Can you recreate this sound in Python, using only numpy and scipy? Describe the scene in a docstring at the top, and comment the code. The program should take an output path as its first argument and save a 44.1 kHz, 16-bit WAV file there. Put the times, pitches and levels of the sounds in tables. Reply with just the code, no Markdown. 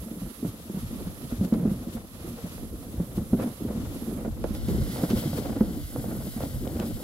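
"""On lumpy snow, a hollow plastic sled is towed along, heard close up by a small stereo camera riding on it.
Shaped noise makes the hull rumble, crunch and jolt; lumps ring it as short decaying sine pairs.
Crust cracks and icy grains tick as dying noise bursts, and powder hisses in two bands of noise.
The camera swings round partway and hears the powder from the other side.
Low noise, almost unrelated left to right, is the wind buffeting the two microphone ports."""
import sys
import numpy as np
from scipy.fft import rfft, irfft, next_fast_len
from scipy.io import wavfile
from scipy.ndimage import map_coordinates

SR = 44100
rng = np.random.default_rng(int(sys.argv[2]) if len(sys.argv) > 2 else 0)


def file_out(sig):
    """Save sig as 16-bit WAV at sys.argv[1]."""
    # one column per channel
    cols = np.atleast_2d(sig).T
    # limit, then scale
    lim = np.clip(cols, -1, 1)
    pcm = np.round(lim * 32767).astype(np.int16)
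    wavfile.write(sys.argv[1], SR, pcm)


N = 310023

# upper modes of the hull's shell, rung by breaking crust: (centre [Hz], width [Hz], level [dB])
SHELL_MODES = [(493, 83.5, 2), (713, 296, -2.5), (875, 400, -6.5), (1425, 300, -14.5), (1780, 600, -21.5)]


def amp(db):
    """Decibels to a linear gain."""
    return 10 ** (np.asarray(db) / 20)


def unit(x):
    """The signal scaled to an RMS of one."""
    return x / np.sqrt(np.mean(x ** 2) + 1e-20)


def along(points, hz):
    """Values read from (frequency [Hz], value) points on a log frequency axis."""
    f, v = np.transpose(points)
    return np.interp(np.log(hz + 1), np.log(f + 1), v)


def curves(rows):
    """One value per sample for each column after the time."""
    s, *cols = np.transpose(rows)
    return [np.interp(np.arange(N) / SR, s, c) for c in cols]


def bells(events):
    """Sum of bell curves around each (time [s], height, length [s])."""
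    t = np.arange(0, N, 64) / SR  # a coarse grid is enough for such slow curves
    s, height, length = np.transpose(events)[:, :, None]
    total = (height * np.exp(-((t - s) / length) ** 2)).sum(0)
    return np.interp(np.arange(N) / SR, t, total)


def swells(events):
    """Gain that rises and falls around each (time [s], level [dB], length [s])."""
    return bells([(s, amp(db), length) for s, db, length in events])


def wobble(rate):
    """A smooth random curve with rate knots a second."""
    knots = rng.standard_normal(int(N * rate / SR) + 4)
    return map_coordinates(knots, [np.arange(N) * rate / SR])


def gritty(grit_db, rate):
    """Two noises whose shared strength jumps about, as grains catch and break."""
    return rng.standard_normal((2, N)) * amp(grit_db * wobble(rate))


def filtered(x, response):
    """The signal times a complex response of frequency."""
    m = next_fast_len(N + SR // 2)
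    spectrum = rfft(x, m) * response(np.fft.rfftfreq(m, 1 / SR))
    return irfft(spectrum, m)[..., :N]


def body(modes):
    """Causal response of a set of resonances, with alternating signs."""
    def response(f):
        total = 0
        for k, (centre, width, db) in enumerate(modes):
            damping = 1j * f * width
            total = total + (-1) ** k * amp(db) * damping / (centre * centre - f * f + damping)
        return total
    return response


def spread(pair, alike):
    """Two unrelated signals mixed to left and right with a likeness per frequency."""
    def mix(hz):
        turn = np.arccos(np.clip(along(alike, hz), -1, 1)) / 2
        return np.array([np.cos(turn), np.sin(turn)])
    mid, side = filtered(pair, mix)
    return np.array([mid + side, mid - side])


def spread_out(size, alike):
    """A short stereo noise whose sides are partly alike."""
    mid, side = rng.standard_normal((2, size))
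    turn = np.arccos(np.clip(alike, -1, 1)) / 2
    return np.cos(turn) * mid + np.sin(turn) * np.outer([1, -1], side)


def panned(db):
    """Left and right gains for a left-right difference."""
    return amp([[db / 2], [-db / 2]])


def scraping():
    """Small lumps drive the low hull modes, breaking crust the upper ones, and the load shakes the sled."""
    # how hard the hull drags: (time [s], rumble level [dB])
    drag = [(0.0, -40.5), (0.47, -41.5), (0.72, -46), (0.88, -40), (1.13, -40.5), (1.41, -33), (1.57, -31),
            (1.98, -42.5), (2.21, -39), (2.33, -39.5), (2.72, -43), (3.33, -31), (3.41, -32), (3.78, -33.5),
            (4.44, -36.5), (5.29, -33), (5.54, -32.5), (5.82, -37.5), (6.01, -35), (6.13, -32.5),
            (6.27, -36.5), (6.4, -36), (6.73, -32), (7.03, -35)]
    # the hull skips clear of the snow for a moment: (time [s], depth [dB], length [s])
    lulls = [(0.35, 11, 0.042), (0.62, 1.5, .06), (0.89, 5, .02), (1.15, 4.5, 0.026), (1.29, 7, 0.038),
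             (1.37, 9, 0.019), (1.5, 12, 0.016), (2.08, 8, 0.073), (3.07, 7, 0.022), (3.28, 9, 0.12),
             (3.56, 14.5, 0.043), (4.0, 4, 0.018), (4.32, 9, 0.028), (4.6, 4, 0.055), (4.9, -1, .03),
             (5.075, 3, .015), (5.21, 0, .015), (5.89, 11.5, 0.044), (6.33, 6, 0.039), (6.56, 7, 0.077),
             (6.96, 4.5, 0.041)]
    # crust scraping along the shell: (time [s], level [dB], length [s])
    scrapes = [(0.78, -49, 0.026), (1.07, -48, 0.012), (1.32, -41, .012), (1.45, -62, 0.035),
               (1.54, -37, 0.01), (1.7, -55, 0.049), (1.98, -49, 0.029), (2.28, -53, 0.015),
               (2.45, -50, 0.036), (3.19, -54, 0.023), (3.415, -39.5, 0.043), (4.23, -52, 0.053),
               (4.56, -46, 0.01), (4.74, -46, 0.03), (4.99, -41, 0.043), (5.04, -36.5, 0.02),
               (5.105, -36.5, 0.021), (5.18, -36, 0.021), (5.235, -39, 0.014), (5.385, -39, 0.019),
               (5.57, -47, 0.011), (5.49, -46, 0.1), (5.99, -55, 0.038), (6.11, -44, 0.028),
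               (6.41, -49.5, 0.052), (6.77, -39, 0.0083), (6.83, -40, .035)]
    # the load lurching on the hull: (time [s], level [dB])
    jolts = [(0.0, -35), (0.251, -37), (0.48, -34), (0.84, -29.5), (1.09, -36), (1.25, -39), (1.35, -38),
             (1.42, -25.5), (1.72, -41), (1.98, -41), (2.29, -39.5), (2.45, -36.5), (2.74, -36.5),
             (2.991, -32), (3.189, -26.5), (3.33, -34), (3.49, -39), (3.68, -40), (3.949, -45), (4.32, -31),
             (4.42, -43), (4.7, -29), (4.82, -27.5), (4.95, -52), (5.15, -34), (5.62, -35), (5.85, -35.5),
             (5.99, -45), (6.21, -40), (6.4, -34.5), (6.56, -33), (6.79, -39), (6.95, -37)]
    # low modes of the hull: (centre [Hz], width [Hz], level [dB])
    hull_modes = [(130, 19, -12.5), (176, 24.5, -4.5), (226.6, 26, -1), (297, 64, -5), (372, 77, -8.5),
                  (443, 130, -14)]
    # how alike the hull sounds at the two microphone ports: (frequency [Hz], likeness [0-1])
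    hull_alike = [(100, 1), (300, 0.96), (640, 0.68), (1400, 0.16), (2500, 0)]
    # spectrum shape of the load shaking on the hull: (frequency [Hz], relative level per Hz [dB])
    thud = [(12, -34), (25, -15), (45, -3.5), (80, -2.5), (130, -4), (220, -22.5), (400, -120)]
    uneven_db = 0.54  # chance unevenness of the drag
    crunch_db, crunch_grows = -50.5, 0.61  # crunch at the mean drag level; its swing in dB per dB of drag
    jolt_s, shake_db = 0.024, -5.5  # length of a lurch; shaking between lurches, relative to the rumble

    drag_db, = curves(drag)
    drag_db = drag_db + uneven_db * wobble(10) - bells(lulls)
    crust = amp(crunch_db + crunch_grows * (drag_db - drag_db.mean())) + swells(scrapes)
    lurch = amp(drag_db + shake_db) + swells([(s, db, jolt_s) for s, db in jolts])

    soft = lambda hz: body(hull_modes)(hz) / (1 + 1j * hz / 900) ** 2  # powder cushions the contact
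    shell = lambda hz: body(SHELL_MODES)(hz) * hz / (hz + 300)
    rumble = unit(filtered(gritty(grit_db=3.6, rate=46), soft))
    crunch = unit(filtered(gritty(grit_db=3, rate=70), shell))
    jolt = unit(filtered(gritty(grit_db=1.6, rate=12)[0], lambda hz: amp(along(thud, hz))))
    hull = spread(amp(drag_db) * rumble + crust * crunch, hull_alike)
    return hull * panned(-0.86) + lurch * jolt  # the jolt is the same on both sides


def powder(stance, band, grit_db, rate):
    """One band of powder hiss as it reaches the two ports, in stance 0 (before the turn) or 1 (after)."""
    # hiss spectrum shape in each stance: (frequency [Hz], relative level per Hz [dB])
    hiss_shape = [
        [(710, -11.5), (1200, -2), (1320, -3.5), (1520, -9), (1870, -6), (2260, -8), (3520, -6), (3960, -7),
         (6780, -11.5), (7470, -11), (8140, -14), (11550, -8.5), (12800, -14.5), (15000, -14.5), (15700, -16)],
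        [(710, -21.5), (1200, -10), (1430, -5), (1550, -5), (1710, -13.5), (2080, -3.5), (2440, -13),
         (3060, -5.5), (5180, -6), (5900, -10.5), (7550, -10), (8780, -11), (10300, -6), (11600, -6.5),
         (15700, -15)],
    ]
    # left over right in each stance: (frequency [Hz], left-right difference [dB])
    lean = [
        [(1200, -1), (2000, -0.5), (3000, 1), (8300, 1.5), (9300, -6), (10500, -7), (11600, -6), (12500, -3),
         (13500, -1), (14500, 2), (15500, 0)],
        [(1200, -3), (1900, -9.5), (2400, 4), (3100, 5.5), (4100, 2), (5000, 3.5), (6000, 1.5), (8500, 3),
         (9300, -1.5), (10500, -0.5), (11500, -9), (12500, 11), (13300, -3), (14200, 9), (15500, 5)],
    ]
    # phase by which left leads right in each stance: (frequency [Hz], lead [radians])
    lead = [
        [(800, 1), (1700, -2.5), (2400, -2.5), (3500, -1.6), (4400, -2), (9000, -4), (10500, -4), (12000, -5.5),
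         (14800, -4)],
        [(500, 7), (1000, 1), (2500, 2.5), (3200, 1.06), (8000, 2), (9000, 4.5), (11000, 2.5), (13000, 3),
         (15500, 6)],
    ]
    # how alike the two ports hear the hiss in each stance: (frequency [Hz], likeness [0-1])
    powder_alike = [
        [(1500, 0.48), (2400, 0.77), (4000, 0.046), (10000, 0.13), (14000, 0.12)],
        [(1500, 1), (2800, 0.64), (4000, 0.82), (7500, 0.25), (10300, 0.57), (13500, .35)],
    ]
    # the microphone port's resonance: (centre [Hz], width [Hz], height [dB])
    port = (11600, 350, 3)
    centre, width, height_db = port

    def ports(f):
        tone_db = along(hiss_shape[stance], f) + height_db * np.exp(-((f - centre) / width) ** 2)
        half = amp(along(lean[stance], f) / 2) * np.exp(.5j * along(lead[stance], f))
        return amp(tone_db) * band(f) * np.array([half, 1 / half])

    hiss = filtered(spread(gritty(grit_db, rate), powder_alike[stance]), ports)
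    return hiss / np.sqrt(np.mean(hiss.mean(0) ** 2))  # the mean of left and right has unit RMS


def sliding():
    """Powder hisses in a fine and a duller part that swell separately and drift from side to side."""
    # fine snow sliding past: (time [s], fine hiss level [dB], duller part level [dB])
    slide = [(0.0, -52.5, -58.5), (0.47, -53.5, -57), (1.37, -52.5, -56), (1.55, -56, -61),
             (2.21, -55.5, -58), (2.45, -52.5, -54.5), (2.98, -53.5, -59), (3.39, -52.5, -58),
             (3.58, -53.5, -57), (4.07, -52.5, -56), (4.32, -56, -60.5), (4.52, -56.5, -53.5),
             (4.7, -50.5, -54), (5.05, -48, -49.5), (5.19, -46, -48.5), (5.42, -51, -52.5),
             (5.7, -52.5, -56.5), (5.99, -48.5, -55.5), (6.81, -50.5, -55), (7.03, -49, -54)]
    # powder thrown up in short sprays: (time [s], level [dB])
    sprays = [(0.21, -54.5), (0.48, -50.5), (0.8, -53), (1.31, -52.5), (1.45, -55), (1.72, -53),
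              (1.94, -50.5), (2.29, -52.5), (2.82, -63), (2.92, -58), (3.17, -51), (3.43, -52.5),
              (3.95, -52.5), (4.48, -56), (4.56, -51), (4.7, -48.5), (4.76, -60), (4.95, -47), (5.03, -49),
              (5.11, -51), (5.19, -44), (5.38, -46), (6.44, -52), (6.87, -49)]
    turn_s = 4.55  # the camera swings round and hears the powder from the other side
    spray_s, spray_dull_db = 0.026, -4  # length of a spray; its duller part relative to the fine part
    lean_before_db, lean_after_db = -2, 1  # left-right difference about which the hiss drifts

    fine_db, dull_db = curves(slide)
    flicker = wobble(5.9)
    turned = np.arange(N) > turn_s * SR
    spray = swells([(s, db, spray_s) for s, db in sprays])
    drift_db = np.where(turned, lean_after_db, lean_before_db) + 2.9 * wobble(9.1)

    # the two bands cross at 7500 Hz and their powers add up to one
    high = lambda hz: np.sqrt(1 / (1 + (7500 / (hz + 1)) ** 8))
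    low = lambda hz: np.sqrt(1 - high(hz) ** 2)
    fine_after = powder(1, high, grit_db=0.7, rate=90)
    fine_before = powder(0, high, grit_db=0.5, rate=130)
    dull_after = powder(1, low, grit_db=1.07, rate=87)
    dull_before = powder(0, low, grit_db=1.16, rate=72)

    fine_gain = np.hypot(amp(fine_db + 0.76 * flicker), spray)
    dull_gain = np.hypot(amp(dull_db + 1.5 * flicker), amp(spray_dull_db) * spray)
    fine = fine_gain * np.where(turned, fine_after, fine_before)
    dull = dull_gain * np.where(turned, dull_after, dull_before)
    return (fine + dull) * amp([drift_db / 2, -drift_db / 2])


def wind():
    """Eddies thump the two ports with almost unrelated low noise that swells on both together."""
    # wind at the microphone: (time [s], buffet level [dB])
    gusts = [(0.0, -58), (0.36, -64), (0.6, -54), (1.02, -38.5), (1.25, -53), (2.3, -54), (2.62, -42),
             (3.1, -56), (3.3, -47), (3.58, -59), (3.84, -41), (4.15, -48.5), (4.56, -32.5), (4.82, -28),
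             (5.02, -54), (5.16, -36), (5.3, -55), (5.42, -39), (5.7, -39.5), (6.25, -42), (6.46, -43),
             (6.6, -35.5), (6.82, -50), (6.96, -32.5), (7.03, -48)]
    # spectrum shape of the buffeting: (frequency [Hz], relative level per Hz [dB])
    buffet = [(8.8, -42), (15, -23), (43, 3), (65, -2), (125, -6.5), (180, -18), (260, -16), (400, -50),
              (550, -120)]
    buffet_db, = curves(gusts)
    eddies = unit(filtered(gritty(grit_db=1.5, rate=16), lambda hz: amp(along(buffet, hz))))
    return amp(buffet_db) * spread(eddies, [(60, 0.033)])  # one likeness at every frequency


def bumps():
    """Each hard lump rings the loaded hull briefly at its pitch and one inharmonic overtone."""
    # lumps hitting the hull: (time [s], peak level [dB], pitch [Hz], overtone against pitch [dB])
    lumps = [(0.13, -34.5, 227, -10), (0.22, -28, 188, -11), (0.427, -20, 237, -10), (0.447, -18, 165, -1),
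             (0.696, -23, 196, -2), (0.744, -22.5, 187, -11), (0.769, -22, 175, -4),
             (0.827, -27.5, 222.5, -19.5), (0.928, -27.5, 237, -19), (1.068, -25, 195, -11),
             (1.228, -31, 247, -21), (1.322, -21, 240, -16), (1.411, -13.5, 198, -22),
             (1.444, -18, 193, -14), (1.524, -10.5, 219, -19), (1.602, -28, 177, -14),
             (1.629, -19, 158, -19), (1.652, -12.5, 227, -9), (1.675, -15.5, 204.4, -12),
             (1.712, -16.5, 195, -9.5), (1.95, -23.5, 230, -19), (2.441, -24, 178, -19),
             (3, -15.5, 171.4, -7.5), (3.175, -15.5, 192, -4.5), (3.209, -26, 211, -17),
             (3.33, -9, 219.6, -10.5), (3.346, -12, 223, -17), (3.393, -16.5, 220, -8),
             (3.441, -21.5, 241, -12), (3.607, -27, 235, -7), (3.648, -22.5, 243, -5.5),
             (3.7, -19.5, 216, -5), (3.748, -27, 228, -20), (4.124, -23.5, 212, -2),
             (4.249, -24, 221, -4.5), (4.441, -20.5, 192, 4), (4.505, -21.5, 209, -11),
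             (4.682, -18, 216, -8), (4.745, -18.5, 193, -0.5), (4.779, -19, 221, -3.5),
             (4.859, -36, 267, -5), (5.032, -15, 174, -1), (5.104, -16.5, 212, -2),
             (5.131, -11.5, 214, -10.5), (5.253, -20, 143, -14), (5.332, -22, 152, -6),
             (5.384, -22.5, 229, 5), (5.562, -21, 275, -14), (5.608, -8, 215, -10), (5.772, -28, 289, -18),
             (5.953, -27.5, 275, -22), (6.081, -25, 200, -13), (6.267, -25.5, 188, -19),
             (6.363, -23, 230, -18), (6.434, -26, 274, -19), (6.668, -24.5, 223, -8), (6.757, -24, 232, -7),
             (6.796, -19, 208, -9), (6.839, -24, 218, -4)]
    pitch_t60_s, over_t60_s = 0.097, 0.065
    ring = np.zeros(N + SR)
    t = np.arange(SR // 4) / SR
    press = (1 - np.exp(-t / 0.00078)) ** 2  # the lump is squeezed before it gives way
    for s, db, hz, over_db in lumps:
        swing = amp(-60 * t / pitch_t60_s) * press * np.sin(2 * np.pi * hz * t - 2.5)
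        swing += amp(over_db - 60 * t / over_t60_s) * press * np.sin(2 * np.pi * 1.748 * hz * t - 1.5)
        ring[round(s * SR):][:len(t)] += amp(db) * swing / abs(swing).max()
    return ring[:N] * panned(-0.95)


def cracks():
    """A sharp blow with a dying crumble behind it, heard through the shell; ticks are one short snap."""
    # crust breaking against the shell: (time [s], level before the shell [dB], left-right difference [dB])
    breaks = [(0.448, -42, -21), (0.696, -44, -8), (1.445, -34, 2), (1.524, -31, 0), (1.599, -50, 2),
              (1.656, -33, -1.5), (2.58, -37, -1.5), (3.0, -38, -3), (3.181, -33, 1), (3.333, -28, -5),
              (3.397, -32, -3), (3.708, -34, 3), (4.112, -41, 0), (4.248, -35, -12), (4.441, -24, -6.5),
              (4.549, -48, 9), (4.689, -33, -4), (4.959, -32, 4), (5.037, -24.5, 4), (5.331, -31, -8),
              (5.608, -23.5, -2), (5.96, -29.5, -7), (6.041, -35.5, -11), (6.405, -28, -1),
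              (6.435, -28, -5), (6.669, -31, -4), (6.794, -37, 4), (7.002, -41, 6)]
    # icy grains snapping: (time [s], level before filtering [dB], left-right difference [dB])
    snaps = [(1.449, -31, 12), (1.539, -32, 7), (1.7194, -49, -1.5), (3.437, -37, -6), (4.4402, -30, 2),
             (4.55, -30, 10), (4.6856, -29, 7), (4.97, -31, 2.0), (5.019, -30, 2.0), (5.103, -24, 1),
             (5.11, -25, 3.0), (5.174, -27, 3), (5.3735, -31, 2.0), (6.4022, -44, 2.0), (6.43, -30, 7),
             (6.6756, -31, 3.5), (6.7664, -36, 2.0), (6.7992, -23.5, 5)]
    crack_t60_s, tick_t60_s = 0.096, 0.011
    crack, tick = np.zeros((2, 2, N + SR))
    t = np.arange(SR // 8) / SR
    for s, db, pan_db in breaks:
        crumble = amp(-60 * t / crack_t60_s) * spread_out(len(t), alike=0.66)
        crumble[:, :6] += 3.5  # the blow itself
        crack[:, round(s * SR):][:, :len(t)] += amp(db) * panned(pan_db) * crumble
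    for s, db, pan_db in snaps:
        snap = amp(-60 * t / tick_t60_s) * spread_out(len(t), alike=0.18)
        tick[:, round(s * SR):][:, :len(t)] += amp(db) * panned(pan_db) * snap
    # packed snow rounds the blow
    blunt = lambda hz: amp(15) * body(SHELL_MODES)(hz) / (1 + 1j * hz / 1800) ** 2
    grain = body([(2700, 2100, 0)])  # one broad resonance: centre [Hz], width [Hz], level [dB]
    return filtered(crack[:, :N], blunt) + filtered(tick[:, :N], grain)


def scene():
    """All the sounds of the towed sled together, in stereo."""
    return scraping() + sliding() + wind() + bumps() + cracks()


def record(dry):
    """The camera keeps nothing above its band limit."""
    top_hz = 15800
    return filtered(dry, lambda hz: hz < top_hz)


dry = scene()
out = record(dry)
file_out(out)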